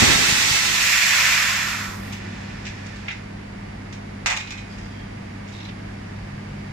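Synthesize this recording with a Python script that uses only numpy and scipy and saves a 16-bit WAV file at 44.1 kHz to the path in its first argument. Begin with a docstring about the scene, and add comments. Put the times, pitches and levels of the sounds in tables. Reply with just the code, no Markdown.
"""A workshop, at the edge of a steel sheet in a laser cutter, heard with a spaced pair of microphones.
High-pressure gas hisses from the nozzle: shaped noise, first open, then hollow, that drains to a sizzle and a seep.
The machine hums on throughout: rumbling noise, duct resonances and steady tones.
A hand works a cut part loose: cracks and decaying noise through the modes of the sheet make it tick,
snap free with a clatter and ping; trains of small slips make it scrape along the sheet."""
import sys
import numpy as np
from scipy import signal
from scipy.fft import rfft, irfft
from scipy.io import wavfile
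from scipy.ndimage import uniform_filter1d, map_coordinates

SR = 44100
rng = np.random.default_rng(int(sys.argv[2]) if len(sys.argv) > 2 else 0)


def wav_out(sig):
    """Save sig, one row per channel (or a flat mono array), as 16-bit PCM at SR to the path in sys.argv[1]."""
    wavfile.write(sys.argv[1], SR, np.round(np.clip(np.atleast_2d(sig).T, -1, 1) * 32767).astype(np.int16))


N = 296352


def from_db(db):
    """Decibels to gain."""
    return 10 ** (np.asarray(db) / 20)


def rms_one(x):
    """Scale to unit power."""
    return x / np.sqrt(np.mean(x ** 2) + 1e-20)


def at_hz(rows, hz):
    """The columns of a table, interpolated on a log-frequency axis."""
    points, *columns = np.transpose(rows)
    return [np.interp(np.log(hz + 1e-9), np.log(points), column) for column in columns]


def cut(x, hz, kind, order=2):
    """Butterworth low- or high-pass."""
    sections = signal.butter(order, np.clip(hz, 10, SR * .45), kind, fs=SR, output="sos")
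    return signal.sosfilt(sections, x)


def resonance(x, hz, width):
    """A two-pole resonance with gain 1 on top."""
    r = np.exp(-np.pi * width / SR)
    poles = [1, -2 * r * np.cos(2 * np.pi * hz / SR), r * r]
    return signal.lfilter((1 - r * r) / 2 * np.array([1, 0, -1]), poles, x)


def gliding_resonance(x, hz, width, size=128):
    """A resonance whose centre follows a curve, stepped block by block."""
    r = np.exp(-np.pi * width / SR)
    out, state = np.empty_like(x), np.zeros((2, 2))
    for i in range(0, N, size):
        poles = [1, -2 * r * np.cos(2 * np.pi * hz[i] / SR), r * r]
        out[:, i:i + size], state = signal.lfilter([1, 0, -1], poles, x[:, i:i + size], zi=state)
    return out


def ramp(start_s, end_s):
    """Rises evenly from 0 to 1 between two moments."""
    return np.clip((np.arange(N) / SR - start_s) / max(end_s - start_s, 1 / SR), 0, 1)


def held(start_s, end_s, fade_s):
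    """1 between two moments, fading in before and out after."""
    return ramp(start_s - fade_s, start_s) - ramp(end_s, end_s + fade_s)


def wander(turns, size):
    """Smooth chance with so many turns over its length."""
    knots = rng.standard_normal(2048)
    return map_coordinates(knots, [np.linspace(0, turns, size)], order=2, mode="wrap")


def drift(per_s):
    """Smooth chance in time, so many turns a second."""
    return wander(per_s * N / SR, N)


def field(spectrum, pair, ripple_db):
    """Noise at two spaced microphones, partly shared between them; reflections ripple its spectrum."""
    hz = np.arange(N // 2 + 1) * SR / N
    level_db, = at_hz(spectrum, hz)
    alike, lag, pan_db = at_hz(pair, hz)
    shared, own = rfft(rng.standard_normal((2, N)))
    left = shared * from_db(pan_db / 2)
    right = alike * shared * np.exp(1j * lag) + np.sqrt(1 - alike ** 2) * own
    right = right * from_db(-pan_db / 2)
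    # the ripple is weaker in the bass
    ripple = np.array([wander(900, len(hz)), wander(900, len(hz))]) * hz / (hz + 500)
    return rms_one(irfft(np.array([left, right]) * from_db(level_db + ripple_db * ripple), N))


# fans and pumps across the workshop: f/Hz, level/dB per Hz
FANS_AND_PUMPS = [(18, -18), (50, 2), (80, -9), (145, -2), (225, -4.5), (340, -11), (520, -13.5),
                  (750, -13), (1250, -19.5), (2100, -16.5), (3200, -28), (4800, -31.5), (7700, -39),
                  (9500, -49.5), (11200, -61), (13300, -55)]
# the microphone pair in the workshop: f/Hz, likeness/0-1, left lag/rad, left-right level/dB
IN_WORKSHOP = [(70, 1, 0, 0), (150, .98, 0, 0), (230, .9, 0, -.5), (380, .5, 1, -1), (520, .5, 3, -2),
               (720, .55, 3.1, -.8), (1300, .33, 5.4, -2.6), (2100, .28, 8, -3.2), (4000, .18, 14.8, -2),
               (7500, .1, 26, 0)]
# resonances of the air ducts: f/Hz, width/Hz, gain/dB
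DUCTS = [(1184, 18, -2), (1890, 66, -28), (4600, 130, -4), (4900, 160, -12), (5560, 130, -4)]
# mains hum: f/Hz, level/dB against the machine noise
HUM = [(50, -41), (100, -3.5), (150, -34), (200, -5.5), (284, -26)]
# drive whine: f/Hz, level/dB against the machine noise
WHINE = [(10664, -34.5), (12000, -57)]
# level of the machine as the microphone moves about: t/s, level/dB
MACHINE_LEVEL = [(0, -37), (2.0, -34), (3.0, -37), (6.72, -36)]
# one more low drone grows as the microphone turns away (dB against the machine noise)
DRONE_HZ, DRONE_DB, DRONE_FROM_S, DRONE_FULL_S = 144.5, -5, 6, 6.4


def machine():
    """Fans and pumps rumble, air sings faintly in the ducts, windings hum and the drives whine as near-steady tones."""
    t = np.arange(N) / SR
    sound = field(FANS_AND_PUMPS, IN_WORKSHOP, ripple_db=1.2)
    sound = sound + sum(from_db(db) * resonance(sound, hz, width) for hz, width, db in DUCTS)
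    for hz, level_db in HUM + WHINE:
        phase = 2 * np.pi * (hz * t + rng.random()) + 0.18 * drift(4.15)
        sound = sound + np.sqrt(2) * from_db(level_db + 0.6 * drift(5.9)) * np.sin(phase)
    drone = np.sqrt(2) * np.sin(2 * np.pi * DRONE_HZ * t + 0.58 * drift(6.6))
    sound = sound + drone * from_db(DRONE_DB) * ramp(DRONE_FROM_S, DRONE_FULL_S)
    return sound * from_db(np.interp(t, *np.transpose(MACHINE_LEVEL)))


# dense ringing of the sheet: f/Hz, level/dB per Hz
SHEET = [(300, 5.5), (800, 7), (1150, 3), (1600, 4.5), (2000, 7), (2650, 6), (3100, -1), (3800, 0),
         (4400, -5), (5700, -1.5), (7600, -6.5), (8600, -19.5), (11000, -32), (15000, -27)]


def through_sheet(x):
    """Colour a force with the crowded modes of the sheet, as a minimum-phase filter."""
    size = x.shape[-1]
    level_db, = at_hz(SHEET, np.linspace(0, SR / 2, 513))
    # minimum_phase halves the dB, hence the doubled level
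    symmetric = irfft(from_db(2 * level_db))[np.arange(-255, 256)] * np.hanning(511)
    taps = signal.minimum_phase(symmetric)
    return signal.fftconvolve(x, taps[None] / np.linalg.norm(taps), axes=1)[:, :size]


# resonances of the small part: f/Hz, width/Hz, gain/dB
PART = [(3340, 130, 7), (4850, 120, -7), (5600, 170, -12)]
# the part slides on the sheet: start t/s, end t/s, level/dB at the end, grip that damps its ringing/0-1
SLIDES = [(4.674, 5.006, -53, 0), (5.535, 5.672, -43.5, 0.9)]
SLIDE_FADE_S, SLIDE_HISS_DB = 0.02, -16   # hiss against the ringing
SLIDE_SWELL_DB_PER_S = 57   # a firmly gripped slide gathers speed; scaled by the grip
# each slip is between -0.65 and 1 times the range in strength
SLIPS_PER_S, SLIP_RANGE_DB, SLIP_DECAY_S = 250, 7, .005


def scrape():
    """Burrs on the cut edge catch in small quick slips: held loosely the part rings and hisses, gripped hard it rasps."""
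    slip_power = from_db(2 * SLIP_RANGE_DB * rng.uniform(-0.65, 1, N))
    slips = (rng.random(N) < SLIPS_PER_S / SR) * slip_power
    power = signal.lfilter([1], [1, -np.exp(-2 / (SLIP_DECAY_S * SR))], slips + 1e-18)
    grit = rms_one(np.sqrt(power))
    rub = cut(through_sheet(rng.standard_normal((2, N))), 2000, "high")
    # a narrow hiss near 7 kHz
    hiss = rms_one(cut(cut(rng.standard_normal((2, N)), 7000, "high"), 7200, "low", order=4))
    ringing = rms_one(rub + sum(from_db(db) * resonance(rub, hz, width) for hz, width, db in PART))
    ringing = ringing + from_db(SLIDE_HISS_DB) * hiss
    rasp = rms_one(resonance(rub, 3800, 560) + from_db(-13) * resonance(rub, 4900, 450))
    sound = 0
    for start_s, end_s, level_db, grip in SLIDES:
        swell_db = grip * SLIDE_SWELL_DB_PER_S * np.minimum(np.arange(N) / SR - end_s, 0)
        slide = (1 - grip) * ringing + grip * rasp
        sound = sound + slide * from_db(level_db + swell_db) * held(start_s, end_s, SLIDE_FADE_S)
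    return sound * grit


# the freed part pings: start t/s, rise t/s, f/Hz, level/dB at the top of the rise
PINGS = [(4.686, .04, 4904, -51.5), (4.78, .025, 5750, -55.5), (4.81, .05, 4904, -54),
         (4.89, .12, 3230, -53)]
PING_T60_S, PING_WIDTH_HZ = 0.42, 40


def pings():
    """As it rubs free the part sings briefly and hoarsely, in whichever mode the fingers leave undamped."""
    sound = 0
    for start_s, rise_s, hz, level_db in PINGS:
        t = np.arange(N) / SR - start_s
        decay = from_db(level_db - 60 * np.maximum(t - rise_s, 0) / PING_T60_S)
        envelope = ramp(start_s, start_s + rise_s) * decay
        sound = sound + envelope * rms_one(resonance(rng.standard_normal((2, N)), hz, PING_WIDTH_HZ))
    return sound


# longest modes of the sheet: f/Hz, level/dB, decay by 60 dB t60/s
MODES_OF_SHEET = [(795, -16, .4), (856, -19, .42), (1577, -19, .3), (2030, -15, .28), (2176, -12, .36),
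                  (2233, -14, .36), (2402, -11, .38), (2455, -13.5, .45), (2520, -14, .42), (3155, -24, .3),
                  (3478, -24, .3), (3800, -25, .3), (4010, -24, .33), (5580, -23, .26)]
# every touch starts with a crack (dB against the bending waves) that comes back from the edges of the sheet
CRACK_DB, EDGE_ECHO_S, EDGE_LOSS_DB = 19, .003, 1.2
CHATTER_DB, CHATTER_PER_S, CHATTER_S = 2.8, 600, .04   # chatter of the edge: depth, rate, fading time
LEFT_LATE_S = .0006   # the crack reaches the left microphone later


def knock(level_db, low_hz, high_hz, ring_db, t60, spread_s=0.01, tail_db=-19, tail_t60=1.0, ripple_db=3.0):
    """A crack and its edge echoes, bending waves that spread through the sheet and die, and a few lasting modes."""
    t = np.arange(SR) / SR
    decay = from_db(-60 * np.maximum(t - spread_s, 0) / t60) + from_db(tail_db - 60 * t / tail_t60)
    # each point of contact favours its own modes
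    waves = rfft(rng.standard_normal((2, SR))) * from_db(ripple_db * wander(256.3, SR // 2 + 1))
    # the edge chatters while it is in contact
    chatter = from_db(CHATTER_DB * wander(CHATTER_PER_S, SR) * np.exp(-t / CHATTER_S))
    force = rms_one(irfft(waves, SR)) * decay * chatter
    # the crack itself (k = 0), then three echoes of alternating sign
    for k, stray in enumerate(rng.uniform(-.3, .3, size=4)):
        arrival_s = EDGE_ECHO_S * (k + stray * (k > 0)) + np.array([LEFT_LATE_S, 0])
        force[[0, 1], (arrival_s * SR).astype(int)] += from_db(CRACK_DB - EDGE_LOSS_DB * k) * (-1) ** k
    sound = through_sheet(force)
    ring = 0
    for hz, mode_db, mode_t60 in MODES_OF_SHEET:
        strength = from_db(ring_db + mode_db + rng.normal(0, 1.6) - 60 * t / mode_t60)
        ring = ring + strength * np.sin(2 * np.pi * (hz * t + rng.random((2, 1))))
    sound = cut(sound, low_hz, "high", order=4) + cut(ring, low_hz, "high", order=1)
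    sound = cut(sound, high_hz, "low", order=4)
    # the level is that of the first 20 ms
    return from_db(level_db) * sound / np.std(sound[:, :SR // 50])


# the part ticks on the sheet, damped by the finger: t/s, level/dB, highest f/Hz, t60/s
TICKS = [(2.124, -36, 12100, 0.24), (2.652, -37, 7330, 0.2), (2.667, -34, 7200, 0.21),
         (2.861, -45, 11880, .15), (2.96, -48, 14000, .15), (3.082, -27, 3450, .12),
         (3.084, -40, 6500, .18), (3.104, -29.5, 3500, 0.19), (3.112, -42, 11000, .1),
         (3.926, -42, 15000, .16), (5.478, -52, 15500, .15), (5.486, -53, 15000, .15),
         (5.520, -50, 14000, .14), (5.553, -52, 15000, .2), (5.605, -44, 5000, .08),
         (5.641, -50, 5200, .08), (5.652, -49, 4400, .08), (5.687, -41.5, 4350, 0.096)]
# the part snaps free and bounces: t/s, level/dB before the last two columns, free ringing/dB,
# treble gain/dB of an edge-on hit, clang gain/dB
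BOUNCES = [(4.260, -18, 2, 3.5, 1.5), (4.270, -20, -6, 1.5, -4), (4.301, -22, 3, 3.5, 1),
           (4.309, -19, -5, -1, -4), (4.366, -27, 5, 8, 2.5), (4.403, -33.5, 6, 2, 8),
           (4.472, -39, -1, -8, 8), (4.506, -34, 10.5, 6.5, 3.5), (4.541, -44, 11, -3, 4),
           (4.576, -40, 10, 3, 5), (4.612, -48, 8, -4, -2), (4.783, -43.5, -6, -3, -3)]
TICK_LOW_HZ, TICK_RING_DB = 1790, -8   # lowest frequency of a firm tick; lasting modes of a damped touch
BOUNCE_LOW_HZ, BOUNCE_HIGH_HZ = 1090, 13400   # range of a firm bounce
BOUNCE_T60_S, FAR_EDGE_T60_S = 0.18, 0.42   # decay of the bending waves
CLANG_HZ, CLANG_WIDTH_HZ = 3900, 1200   # where the part clangs once it is loose
# on a hard bounce the far edge lands just afterwards, softer and duller
FAR_EDGE_S, FAR_EDGE_DB, FAR_EDGE_LOW_HZ, FAR_EDGE_HIGH_HZ = .0105, -7.5, 950, 3300
# lighter touches sound thinner: the lowest frequency rises an octave for so many dB below a firm touch
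FIRM_DB, THINNING_DB_PER_OCTAVE = -32, 25


def loose_part():
    """All the touches of the cut part on the sheet, a little to the right of the microphones."""
    sound = scrape() + pings()
    touches = [(s, level_db, TICK_LOW_HZ, high_hz, TICK_RING_DB, t60, 0, 0)
               for s, level_db, high_hz, t60 in TICKS]
    for s, level_db, ring_db, treble_db, clang_db in BOUNCES:
        touches.append((s, level_db, BOUNCE_LOW_HZ, BOUNCE_HIGH_HZ, ring_db,
                        BOUNCE_T60_S, treble_db, clang_db))
        if level_db > FIRM_DB + 8:
            touches.append((s + FAR_EDGE_S, level_db + FAR_EDGE_DB, FAR_EDGE_LOW_HZ, FAR_EDGE_HIGH_HZ,
                            TICK_RING_DB, FAR_EDGE_T60_S, 0, 0))
    for s, level_db, low_hz, high_hz, ring_db, t60, treble_db, clang_db in touches:
        start = int(s * SR)
        thinning = 2 ** ((FIRM_DB - level_db) / THINNING_DB_PER_OCTAVE)
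        hit = knock(level_db, low_hz * thinning, high_hz, ring_db, t60)[:, :N - start]
        hit = hit + (from_db(clang_db) - 1) * resonance(hit, CLANG_HZ, CLANG_WIDTH_HZ)
        hit = hit + (from_db(treble_db) - 1) * cut(hit, 5800, "high", order=1)
        sound[:, start:start + hit.shape[1]] += hit
    pan_db = -2.5   # left against right
    return sound * from_db([[pan_db / 2], [-pan_db / 2]])


# the gas comes on with a surge, full until the first moment, that settles with this time constant
SURGE_FULL_UNTIL_S, SURGE_SETTLE_S = 0.076, 0.26


def surge():
    """Excess pressure as the gas comes on, 0-1: full at first, then dying exponentially."""
    return np.exp(-np.maximum(np.arange(N) / SR - SURGE_FULL_UNTIL_S, 0) / SURGE_SETTLE_S)


# single eddies that thump the microphone: t/s, peak level/dB
THUMPS = [(0.159, -12), (.327, -14), (0.515, -17.5)]
# gas buffets the microphone, harder and brighter in the surge, until the stream misses it
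BUFFET_DB, BUFFET_SURGE_DB, BUFFET_ROAR_DB, BUFFET_END_S = -43, 28, -19, 0.75


def buffet():
    """Lumpy eddies of the gas stream hit the microphone ports; the surge adds smaller, roaring ones."""
    shared, own = rng.standard_normal(N), rng.standard_normal((2, N))
    eddies = cut(shared, 143, "low") + cut(cut(own, 120, "high"), 194, "low")
    roar = rms_one(resonance(rng.standard_normal((2, N)), 245, 110))
    roar = roar * from_db(BUFFET_ROAR_DB) * surge() ** 2
    sound = rms_one(cut(eddies, 62, "high")) * from_db(BUFFET_DB + BUFFET_SURGE_DB * surge()) + roar
    sound = sound * held(SURGE_FULL_UNTIL_S, BUFFET_END_S, fade_s=0.14) * from_db(3.7 * drift(34.0))
    eddy_s = 0.0015
    for s, peak_db in THUMPS:
        # a passing eddy pushes, then pulls
        u = (np.arange(N) / SR - s) / eddy_s
        sound = sound - from_db(peak_db) * u * np.exp((1 - u ** 2) / 2)
    return sound


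# jet in open air: f/Hz, level/dB per Hz
OPEN_JET = [(120, -2), (300, 3), (500, -1), (800, 1.5), (1100, 1), (1450, 1.5), (1800, 6), (2600, 6),
            (3200, 2.5), (5200, 1.5), (7500, -1.5), (8500, -8.5), (10500, -15), (14500, -17)]
# jet close over the sheet: f/Hz, level/dB per Hz
HOLLOW_JET = [(380, -28), (600, -14.5), (830, -17), (980, -8), (1400, -7), (1850, 1), (2200, 0.5),
              (2750, -1), (3150, -6.5), (5200, -7), (7600, -8.5), (8400, -17.5), (10500, -21.5),
              (14500, -21)]
# the microphone pair in the open jet: f/Hz, likeness/0-1, left lag/rad, left-right level/dB
IN_OPEN_JET = [(100, .6, 0, 0), (300, .5, 2.6, 0), (600, .72, 3.1, -2.6), (1400, .5, 6.2, -5.5),
               (1900, .15, 7, -6.8), (2600, .2, 9.2, -4.5), (5000, .1, 13, -.7), (8000, .05, 16, .3)]
# the microphone pair in the hollow jet: f/Hz, likeness/0-1, left lag/rad, left-right level/dB
IN_HOLLOW_JET = [(250, .4, 0, 0), (550, .52, 3.3, -3), (800, .2, 4.5, -6), (1000, .55, 6.1, -2.4),
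                 (1400, .72, 6.2, -2.2), (2000, .42, 5.8, -5.8), (3000, .38, 7, .8), (5000, .2, 6, -1.2),
                 (10000, .07, 5, -.5)]
# cavities of the nozzle and the bed, some low ones singing out as the flow slows:
# f/Hz, width/Hz, gain/dB times the pressure (0-1), gain/dB times (1.5 - pressure); the two gains add up
CAVITIES = [(816, 73, -18, 10), (960, 35, -12, 0), (1130, 35, -16, -16), (1340, 28, -9, 5),
            (1453, 45, -7, 1), (1740, 80, -18, 1), (1997, 30, -2, -5), (2075, 50, -3, -7),
            (2490, 97, -6, -9), (2840, 41, 0, -25)]
# gain of the jet above about 2 kHz: t/s, level/dB
TREBLE = [(0, -0.5), (.52, 7.5), (1.1, -0.5), (1.4, -3), (1.85, -4)]
OPEN_JET_DB, SURGE_DB = -19, 13.5
# the jet starts to ring in the gap above the sheet, and swells until the valve shuts
HOLLOW_FROM_S, HOLLOW_FULL_S, HOLLOW_JET_DB, SWELL_DB_PER_S = 0.67, 0.95, -8.5, 10
# the valve shuts and the line drains evenly; the hiss goes with a power of the pressure
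SHUT_S, EMPTY_S, PRESSURE_POWER = 1.267, 2.048, 1.54
# as the pressure sinks one resonance of the gap grows and glides down
GLIDE_SHARE, GLIDE_FULL_HZ, GLIDE_EMPTY_HZ, GLIDE_WIDTH_HZ = 0.58, 1790, 1100, 580
GAP_HZ, GAP_WIDTH_HZ = 2620, 990   # the broad ringing that gives way to it
# a thin sizzle at the nozzle outlasts the jet
SIZZLE_DB, SIZZLE_FALL_DB_PER_S, SIZZLE_END_S, SIZZLE_ABOVE_HZ = -32.5, 21.5, 2.134, 4000
# last gas seeping out of the drained line; the fade serves the sizzle too
SEEP_DB, SEEP_FALL_DB_PER_S, SEEP_END_S, SEEP_FADE_S = -42, 2.5, 3.18, 0.078


def gas_jet():
    """Turbulent hiss, first open, then ringing in the gap above the sheet; it drains away to a sizzle and a seep."""
    t = np.arange(N) / SR
    hollow, pressure = ramp(HOLLOW_FROM_S, HOLLOW_FULL_S), 1 - ramp(SHUT_S, EMPTY_S)
    gap = field(HOLLOW_JET, IN_HOLLOW_JET, ripple_db=4.0)
    gap = gap + sum(from_db(full_db * pressure + drained_db * (1.5 - pressure)) * resonance(gap, hz, width)
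                    for hz, width, full_db, drained_db in CAVITIES)

    share = GLIDE_SHARE * (1 - pressure) ** 2
    glide_hz = GLIDE_EMPTY_HZ + (GLIDE_FULL_HZ - GLIDE_EMPTY_HZ) * pressure ** 2
    glide = gliding_resonance(gap, glide_hz, GLIDE_WIDTH_HZ)
    glide = gliding_resonance(glide, glide_hz, GLIDE_WIDTH_HZ)
    # hold the glide at an even level
    glide = glide / np.sqrt(uniform_filter1d(np.mean(glide ** 2, axis=0), size=4096))
    ringing = gap + share * (glide - resonance(gap, GAP_HZ, GAP_WIDTH_HZ))
    ringing = ringing * from_db(HOLLOW_JET_DB - SWELL_DB_PER_S * np.maximum(SHUT_S - t, 0))

    free = field(OPEN_JET, IN_OPEN_JET, ripple_db=3.5) * from_db(OPEN_JET_DB + SURGE_DB * surge())
    hiss = np.sqrt(1 - hollow) * free + np.sqrt(hollow) * ringing
    treble_gain = from_db(np.interp(t, *np.transpose(TREBLE)))
    hiss = hiss + (treble_gain - 1) * cut(hiss, 2240, "high", order=1)
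    hiss = hiss * pressure ** PRESSURE_POWER * from_db(.5 * drift(39.9))

    sizzle = rms_one(cut(rng.standard_normal((2, N)), SIZZLE_ABOVE_HZ, "high", order=4))
    sizzle = sizzle * held(SHUT_S, SIZZLE_END_S, SEEP_FADE_S)
    sizzle = sizzle * from_db(SIZZLE_DB - SIZZLE_FALL_DB_PER_S * (t - SHUT_S))
    seep = cut(cut(gap, 590, "high", order=1), 5600, "low") * held(EMPTY_S, SEEP_END_S, SEEP_FADE_S)
    seep = seep * from_db(SEEP_DB - SEEP_FALL_DB_PER_S * (t - EMPTY_S))
    return hiss + sizzle + seep


def scene():
    """Machine, part and gas together at the microphones."""
    return machine() + loose_part() + buffet() + gas_jet()


# gain control of the recorder: it takes away a share of the level above the threshold
GAIN_THRESHOLD_DB, GAIN_SHARE, GAIN_ATTACK_S, GAIN_RELEASE_DB_PER_S = -31, 0.3, 0.039, 11


def gain_control(x):
    """Loud sound turns the gain down quickly; it creeps back afterwards."""
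    size = int(GAIN_ATTACK_S * SR)
    # mean power of the moments just past
    power = uniform_filter1d(np.mean(x ** 2, axis=0), size, origin=(size - 1) // 2)
    level_db = 10 * np.log10(np.abs(power) + 1e-12)
    cut_db = GAIN_SHARE * np.maximum(level_db - GAIN_THRESHOLD_DB, 0)
    recovery_db = GAIN_RELEASE_DB_PER_S * np.arange(N) / SR
    return x * from_db(recovery_db - np.maximum.accumulate(cut_db + recovery_db))


def record(dry):
    """Gain control ducks the hum under the jet and the clatter; full scale clips the peaks; the top is cut steeply."""
    limited = np.clip(gain_control(dry), -1, 1)
    cutoff_hz = 15100
    return signal.sosfilt(signal.ellip(12, .1, 80, cutoff_hz, fs=SR, output="sos"), limited)


dry = scene()
out = record(dry)
wav_out(out)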